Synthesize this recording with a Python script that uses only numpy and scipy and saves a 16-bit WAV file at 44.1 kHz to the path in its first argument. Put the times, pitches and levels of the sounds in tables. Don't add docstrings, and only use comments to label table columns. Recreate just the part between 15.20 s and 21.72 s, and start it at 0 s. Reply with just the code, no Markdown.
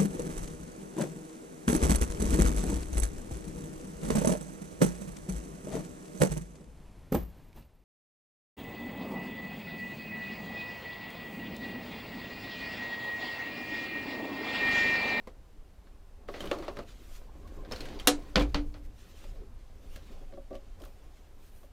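import sys
import numpy as np
from scipy import signal
from scipy.fft import rfft, irfft, next_fast_len
from scipy.io import wavfile
from scipy.ndimage import uniform_filter1d, map_coordinates

SR = 44100
rng = np.random.default_rng(int(sys.argv[2]) if len(sys.argv) > 2 else 0)


def transcribe(signal):
    frames = np.atleast_2d(signal).T
    limited = np.clip(frames, -1, 1)
    pcm = np.round(limited * 32767).astype(np.int16)
    wavfile.write(sys.argv[1], SR, pcm)


def volts(x):
    e = np.asarray(x, float) / 20
    return 10 ** e


N = 287529


def unit(x):
    return x / np.sqrt(np.mean(x ** 2) + 1e-20)


def peak1(x):
    return x / np.abs(x).max()


def along(points, hz):
    f, v = np.transpose(points)
    return np.interp(np.log(hz + 1), np.log(f + 1), v)


def wobble(rate_hz):
    knots = rng.standard_normal(int(N * rate_hz / SR) + 4)
    return map_coordinates(knots, [np.arange(N) * rate_hz / SR])


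def coloured(x, spectrum):
    m = next_fast_len(len(x) + 8192)
    gain = volts(along(spectrum, np.fft.rfftfreq(m, 1 / SR)))
    return unit(irfft(rfft(x, m) * gain, m)[:len(x)])


# [f/Hz, density/dB]
HISS = [(59, -33.5), (100, -8.5), (150, -16), (502, -12), (1150, -20.5), (1950, -24.5), (15000, -38),
        (16000, -51.5)]


def hiss():
    rms_db = -66
    return volts(rms_db) * coloured(rng.standard_normal(N), HISS)


def level(*strokes):
    t = np.arange(N) / SR
    total = 0
    for stroke in strokes:
        s, *columns = np.transpose(stroke)
        total = total + np.array([volts(np.interp(t, s, db, -120, -120)) for db in columns])
    return total


# [t/s, level/dB]
HANDS = [(0.0, -48), (0.9, -49), (1.5, -42.5), (1.87, -46.5), (2.49, -40.5), (3.05, -43.5), (3.2, -38.5),
         (3.35, -30), (3.56, -40.5), (3.94, -46.5), (4.12, -40.5), (4.5, -48), (4.7, -43), (5.1, -47),
         (5.57, -46), (6.19, -50.5), (6.52, -49.5)]
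# [f/Hz, density/dB]
RUMBLE = [(8.8, -24.5), (15, 0), (49, -13.5), (75, -16), (134, -33), (250, -34.5), (320, -57.5),
          (550, -120)]


def rumble():
    unsteady = volts(0.45 * wobble(19))
    return level(HANDS)[0] * unsteady * coloured(rng.standard_normal(N), RUMBLE)


def grainy(scatter_db):
    return rng.standard_normal(N) * volts(scatter_db * wobble(900))


def patchy(x, patch_db):
    z = signal.stft(x, nperseg=1024)[2]
    field = uniform_filter1d(rng.standard_normal(z.shape), size=7, axis=0)
    field = uniform_filter1d(field, size=3, axis=1)
    return unit(signal.istft(z * volts(patch_db * unit(field)), nperseg=1024)[1][:N])


def resonant(x, peaks):
    hz = np.fft.rfftfreq(len(x), 1 / SR)
    gain = 1
    for centre, width, db in peaks:
        gain = gain + volts(db) / (1 + (2 * (hz - centre) / width) ** 2)
    return unit(irfft(rfft(x) * gain, len(x)))


def swells(rows):
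    t = np.arange(N) / SR
    power = 0
    for s, rise, fall, *dbs in rows:
        shape = volts(-20 * np.maximum((s - t) / rise, (t - s) / fall))
        power = power + np.outer(volts(dbs), shape) ** 2
    return np.sqrt(power)


# [peak t/s, rise/s per 20 dB, fall/s per 20 dB, level/dB]
RUNNERS = [(1.28, 0.29, 0.36, -46), (1.58, 0.054, 0.069, -44), (2.72, 0.88, 0.78, -45.5),
           (4.18, 0.58, 0.25, -57.5), (4.9, 0.67, 1, -59), (5.615, 0.035, 0.083, -51.5),
           (5.7, 1.2, 0.82, -64)]
# [f/Hz, density/dB]
SLIDE = [(71, -38), (120, 0), (226, -6.5), (387, -6.5), (637, -11), (1080, -14), (3400, -32), (6600, -120)]
# [f/Hz, width/Hz, lift over the rest/dB]
WOOD = [(222, 44, 4), (300, 52, 7.5), (406, 56, 6), (542, 68, 6.5), (745, 110, 4), (1050, 57, 2)]


def sliding():
    creep_db = -69.5
    gain = np.hypot(swells(RUNNERS)[0], volts(creep_db)) * volts(1.5 * wobble(25))
    wood = resonant(coloured(grainy(scatter_db=2.5), SLIDE), WOOD)
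    return gain * patchy(wood, patch_db=3.2)


def ring(modes, t, rise):
    tones = 0
    for hz, db, t60 in modes:
        strength_db = db + rng.normal(0, 1.5)
        tones = tones + volts(strength_db - 60 * t / t60) * np.sin(2 * np.pi * hz * t)
    return tones * (1 - np.exp(-t / rise)) ** 2


# [f/Hz, t60/s at length factor 1]
CABIN = [(200, 0.25), (1000, 0.097), (4000, 0.085), (8000, 0.089), (15000, 0.027)]


def dying(t, parts, stretch, pitch_hz, peak_db):
    hz = np.fft.rfftfreq(len(t), 1 / SR)
    gain = sum(volts(db) * unit(volts(along(spectrum, hz))) for spectrum, db in parts)
    gain = gain * (1 + volts(peak_db) / (1 + ((hz - pitch_hz) / (0.06 * pitch_hz)) ** 2))
    noise = irfft(rfft(rng.standard_normal(len(t))) * gain, len(t))
    f, s, z = signal.stft(noise, SR, nperseg=128)
    decay = volts(-60 * s / along(CABIN, f)[:, None] / stretch)
    return signal.istft(z * decay, SR, nperseg=128)[1][:len(t)]


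# [f/Hz, density/dB]
THUD = [(120, -27), (250, -5.5), (500, -3), (1200, -10.5), (2000, -27), (4000, -67.5)]
CLATTER = [(600, -38), (1300, -3), (2500, -2), (4400, -4.5), (7000, -21.5), (10000, -43)]
TREBLE = [(3530, -19.5), (6000, -1.5), (7570, -3.5), (15000, -7), (16100, -14), (16800, -42)]
SHEEN = [(3820, -24.5), (6500, -11), (9510, -3.5), (14700, 0.5), (15600, -6), (16000, -37)]
# [multiple of contact pitch, level/dB, share of tick t60]
TICK = [(.84, -8, .6), (1, 0, 1), (1.22, -5, .7)]


def blows(events, body_modes, crack_db, rise, swell, thud_db, top_db, peak_db, tick_db,
          tick_s=1, tick_modes=None):
    out = np.zeros(N + SR)
    t = np.arange(2 * SR // 5) / SR
    for s, db, body_db, bright_db, stretch, pitch_hz in events:
        crack = volts(crack_db - 60 * t / 0.0086)
        shape = peak1((1 + crack) * (1 - np.exp(-t / rise))) / 2.67
        parts = [(THUD, body_db + thud_db), (CLATTER, 0), (TREBLE, bright_db), (SHEEN, bright_db + top_db)]
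        tick = tick_modes or [(pitch_hz * ratio, weak_db, share * tick_s) for ratio, weak_db, share in TICK]
        click = shape * dying(t, parts, stretch, pitch_hz, peak_db) + volts(tick_db) * ring(tick, t, rise)
        body = volts(body_db) * peak1(ring(body_modes, t, swell))
        out[round(s * SR):][:len(t)] += volts(db) * (click + body)
    return out[:N]


# [t/s, click level/dB, body re click/dB, treble re click/dB, contact f/Hz]
CONTENTS = [(0.072, -47.5, 8.5, -8.5, 2090), (0.6697, -56.5, -2, -30, 1600), (2.015, -66, 15.5, -24, 1550),
            (2.168, -75, -15, 7, 6000), (2.274, -53, -9, -5, 1890), (2.4486, -47, -11, -30, 1580),
            (2.5118, -37.5, 2, -12.5, 1460), (2.5202, -31.5, -3.5, -11.5, 5300), (2.532, -40, 2, -11, 3060),
            (2.56, -38, -7.5, -14, 4350), (2.6055, -35.5, -21, -9.5, 4230), (2.655, -39.5, -6, -11.5, 1610),
            (2.686, -42, -6, -12, 3020), (2.79, -42, -8.5, -19, 4600), (2.7974, -36.5, -9, -8.5, 3140),
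            (3.166, -29, 8, -15.5, 2650), (3.176, -30, 8, -14, 2900), (3.1956, -26, -5, -15.5, 3315),
            (3.208, -30, 4.5, -16, 2280), (3.22, -34.5, 2, -10, 2400), (3.245, -51.5, 15, -22, 2960)]
# [f/Hz, level/dB, t60/s]
CONTENT_MODES = [(323, 11.5, 0.015), (234, 4.5, 0.045), (510, -3.5, 0.094), (774, -11, 0.078),
                 (1050.5, -5, 0.047)]


def small_things():
    stretch = 1.5
    events = [(*row, stretch, hz) for *row, hz in CONTENTS]
    return blows(events, CONTENT_MODES, crack_db=7, rise=0.00072, swell=0.0021, thud_db=1.0,
                 top_db=-12, peak_db=2.0, tick_db=-3, tick_s=0.034)


# [t/s, level/dB, treble level/dB]
SCRAPE = [
    [(1.08, -61, -70), (1.26, -58, -65), (1.415, -61.5, -71), (1.51, -70, -73), (1.64, -65.5, -76)],
    [(2.48, -68, -79), (2.564, -56, -65), (2.72, -58, -72), (2.91, -64, -71.5), (3.38, -68, -74.5),
     (3.6, -83, -77)],
    [(4.76, -70, -80), (4.82, -68, -79), (4.93, -67, -77), (5.04, -79, -89)],
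]


def chafing():
    dull, bright = level(*SCRAPE)
    plastic = patchy(grainy(scatter_db=1.0), patch_db=2.0)
    flicker = volts(1.3 * wobble(70))
    return flicker * (dull * coloured(plastic, CLATTER) + bright * coloured(plastic, TREBLE))


# [t/s, click level/dB, body re click/dB, treble re click/dB, clatter length factor, contact f/Hz]
PLATES = [(1.0865, -40, 9, -26, 1, 1270), (1.14, -37, 1.5, -34, 3.2, 1980),
          (1.2054, -34, -3, -10.5, 1.8, 3090), (1.24, -45, 10.5, -13, 1.8, 3000),
          (1.256, -40.5, 5.5, -7.5, 1.1, 2990), (1.273, -39.5, -7, -16, 1, 3020),
          (1.3131, -24, 4, -21, 0.71, 2830), (1.3293, -37, 8.5, -17, 2.3, 1160),
          (1.3858, -45, 8.5, -11, 1.5, 4500), (1.424, -41.5, 3, -20, 4.3, 1080),
          (1.4471, -50, 3, -8, 1, 3000), (1.4808, -34.5, 7, -25, 1.28, 1050),
          (1.5617, -51.5, 2.5, -12, 1.3, 1290), (1.569, -39, 3.5, -19, 1.2, 1250),
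          (1.5882, -37, 4.5, -20, 1.4, 1240)]
# [f/Hz, level/dB, t60/s]
PLATE_MODES = [(350.6, 9.5, 0.059), (396.6, 0, 0.16), (529, 14.5, 0.032), (572, 11, 0.055),
               (686, -10.5, 0.26), (1123, -3.5, 0.076)]


def plates():
    return blows(PLATES, PLATE_MODES, crack_db=3.0, rise=0.00036, swell=0.0037, thud_db=1.5,
                 top_db=-4, peak_db=2, tick_db=-2.5, tick_s=0.029)


# [middle t/s, level/dB, f/Hz, length/s from middle to -24 dB]
HOOTS = [(1.398, -41.5, 326, 0.049), (2.259, -55, 1080, 0.025), (2.314, -62, 1080, 0.028),
         (4.226, -50, 391, 0.064), (5.106, -60, 736, 0.028)]


def hoots():
    t = np.arange(N) / SR
    waver_rad = 1.1 * wobble(75)
    flutter = volts(3 * wobble(60))
    tones = 0
    for s, db, hz, length in HOOTS:
        swell = volts(db - 24 * ((t - s) / length) ** 2)
        tones = tones + swell * np.sin(2 * np.pi * hz * t + waver_rad)
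    return flutter * tones


# [peak t/s, rise/s per 20 dB, fall/s per 20 dB, rustle level/dB, sheen level/dB]
SLEEVE = [(1.69, 0.057, 0.22, -60, -75), (1.965, 0.36, 0.11, -60, -66), (2.372, 0.56, 0.22, -67, -76),
          (3.654, 0.09, 0.075, -68, -75), (3.79, 0.088, 0.48, -64, -73), (4.04, 0.34, 0.22, -59.5, -70.5),
          (4.43, 0.21, 0.32, -71.5, -90), (4.765, 0.3, 0.11, -63, -70.5), (4.87, 0.17, 1, -69, -79),
          (5.355, 0.062, 0.056, -66, -80), (5.44, 0.061, 1, -72, -94), (5.64, 0.095, 0.13, -68, -68.5),
          (6.0, 1, 0.23, -71, -80), (6.24, 0.11, 0.33, -69.5, -73), (6.41, 0.43, 0.13, -76, -71)]
# [f/Hz, density/dB]
RUSTLE = [(710, -29.5), (1200, -3), (1920, -5.5), (2740, -3.5), (6640, -10), (9000, -19), (11700, -42.5),
          (19800, -120)]


def sleeves():
    rustle, sheen = swells(SLEEVE)
    cloth = patchy(grainy(scatter_db=0.0), patch_db=2.5)
    flicker = volts(1.2 * wobble(38))
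    return flicker * (rustle * coloured(cloth, RUSTLE) + sheen * coloured(cloth, SHEEN))


# [t/s, click level/dB, body re click/dB, treble re click/dB, clatter length factor, contact f/Hz]
CATCH = [(2.8723, -11, -4, -1, 1.64, 4113)]
# [f/Hz, level/dB, t60/s]
BOX_MODES = [(290.5, 0, .34), (293.5, -15, .8), (305, -14, .3), (405, -10, .1)]
RAIL_MODES = [(496, 2.5, .17), (738, 5, .11), (1090, -7, .08), (1262, -7, .1), (1715, -6, .1)]
CATCH_MODES = [(2812, -2, .06), (3290, -1, .07), (3371, -3, .06), (3685, -3, .06), (4022, -1, .05),
               (4110, 5, .014), (4176, -2, .07), (4728, -3, .05), (5563, -7, .09)]


def catch():
    return blows(CATCH, BOX_MODES + RAIL_MODES, crack_db=7, rise=0.00058, swell=0.0043, thud_db=-1,
                 top_db=-3.5, peak_db=-0.5, tick_modes=CATCH_MODES, tick_db=-8)


# [t/s, click level/dB, body re click/dB, treble re click/dB, clatter length factor]
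DRAWER = [(3.1574, -9.5, -16.5, -29.5, 1.37), (3.345, -19.5, -11.5, -24, 1.72),
          (3.5411, -44, -8, -35, 2.26)]
# [f/Hz, level/dB, t60/s]
STOP_MODES = [(1093, -8, .07), (1430, 8, .008), (1793, -9, .07), (2455, -9, .08), (2730, -7, .07),
              (3460, -8, .06), (4414, 1, .05), (4480, 11, .007)]


def slam():
    contact_hz = 4380
    events = [(*row, contact_hz) for row in DRAWER]
    return blows(events, BOX_MODES, crack_db=4.0, rise=0.00017, swell=0.021, thud_db=12,
                 top_db=-10.5, peak_db=-19.0, tick_modes=STOP_MODES, tick_db=-16.5)


# [t/s, sway level/dB, thump level/dB]
BOOM = [(3.159, -22, -12.5), (3.205, -26.5, -24.5), (3.349, -37, -25.5)]
# [f/Hz, level/dB, t60/s]
CABINET = [(28, -14.5, 1), (48, 9.5, 0.25)]
PANEL = [(115.6, -27, 1), (178, 3, 0.054)]


def cabinet():
    out = np.zeros(N + SR)
    t = np.arange(SR) / SR
    for s, sway_db, thump_db in BOOM:
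        sway = volts(sway_db) * ring(CABINET, t, rise=0.014)
        thump = volts(thump_db) * ring(PANEL, t, rise=0.0036)
        out[round(s * SR):][:len(t)] += sway + thump
    return out[:N]


# [t/s, click level/dB, body re click/dB, treble re click/dB, contact f/Hz]
KNOB = [(4.041, -43, -6, -19, 856), (4.76, -40.5, -6.5, -9, 1675), (4.771, -55, -25, -14, 2590),
        (5.123, -53, 10, -30, 1650), (5.137, -52.5, 7, -30, 1210), (5.148, -60, -2, -30, 1164),
        (5.1714, -61, 23.5, -19, 1780), (5.3061, -58, 22, -15, 1538), (5.3138, -62, 26, -18, 1480),
        (5.3293, -51, 16, -24.5, 1880), (5.3447, -52, 17.5, -20, 1124), (5.352, -45.5, -9, -13, 3060),
        (5.364, -56.5, 8.5, -20, 1146), (5.6009, -57.5, 9, -8, 5010), (5.6185, -49.5, -3, -5, 3050),
        (5.636, -53.5, -17, -14, 2930), (5.638, -43, -15, -21, 1300), (5.651, -55.5, -10, 3, 3000),
        (5.656, -49, -3, -21, 1160), (6.4314, -56.5, 5.5, -14, 1130)]
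# [f/Hz, level/dB, t60/s]
KNOB_MODES = [(235, 0.5, 0.07), (275, -2, 0.11), (365, 2.5, 0.078), (549.4, 3.5, 0.15), (613, 5, 0.076),
              (738, -1, .05), (1142, -4, 0.045)]


def knob():
    stretch = 1
    events = [(*row, stretch, hz) for *row, hz in KNOB]
    return blows(events, KNOB_MODES, crack_db=11, rise=0.0007, swell=0.0047, thud_db=-12.0,
                 top_db=0, peak_db=1, tick_db=3, tick_s=0.015)


def scene():
    mono = hiss() + rumble() + sliding() + small_things() + chafing() + plates() + hoots()
    mono = mono + sleeves() + catch() + slam() + cabinet() + knob()
    return np.array([mono, mono])


def band_limit(x):
    return signal.sosfilt(signal.butter(12, 17130, fs=SR, output="sos"), x)


# [f/Hz, density/dB]
SIDE_NOISE = [(100, -37.5), (300, -8), (4000, -6.5), (11500, -6.5), (15500, -12.5)]


def record(dry):
    rms_db = -84
    side = volts(rms_db) * coloured(rng.standard_normal(N), SIDE_NOISE)
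    return band_limit(dry + np.array([side, -side]))


dry = scene()
out = record(dry)
transcribe(out)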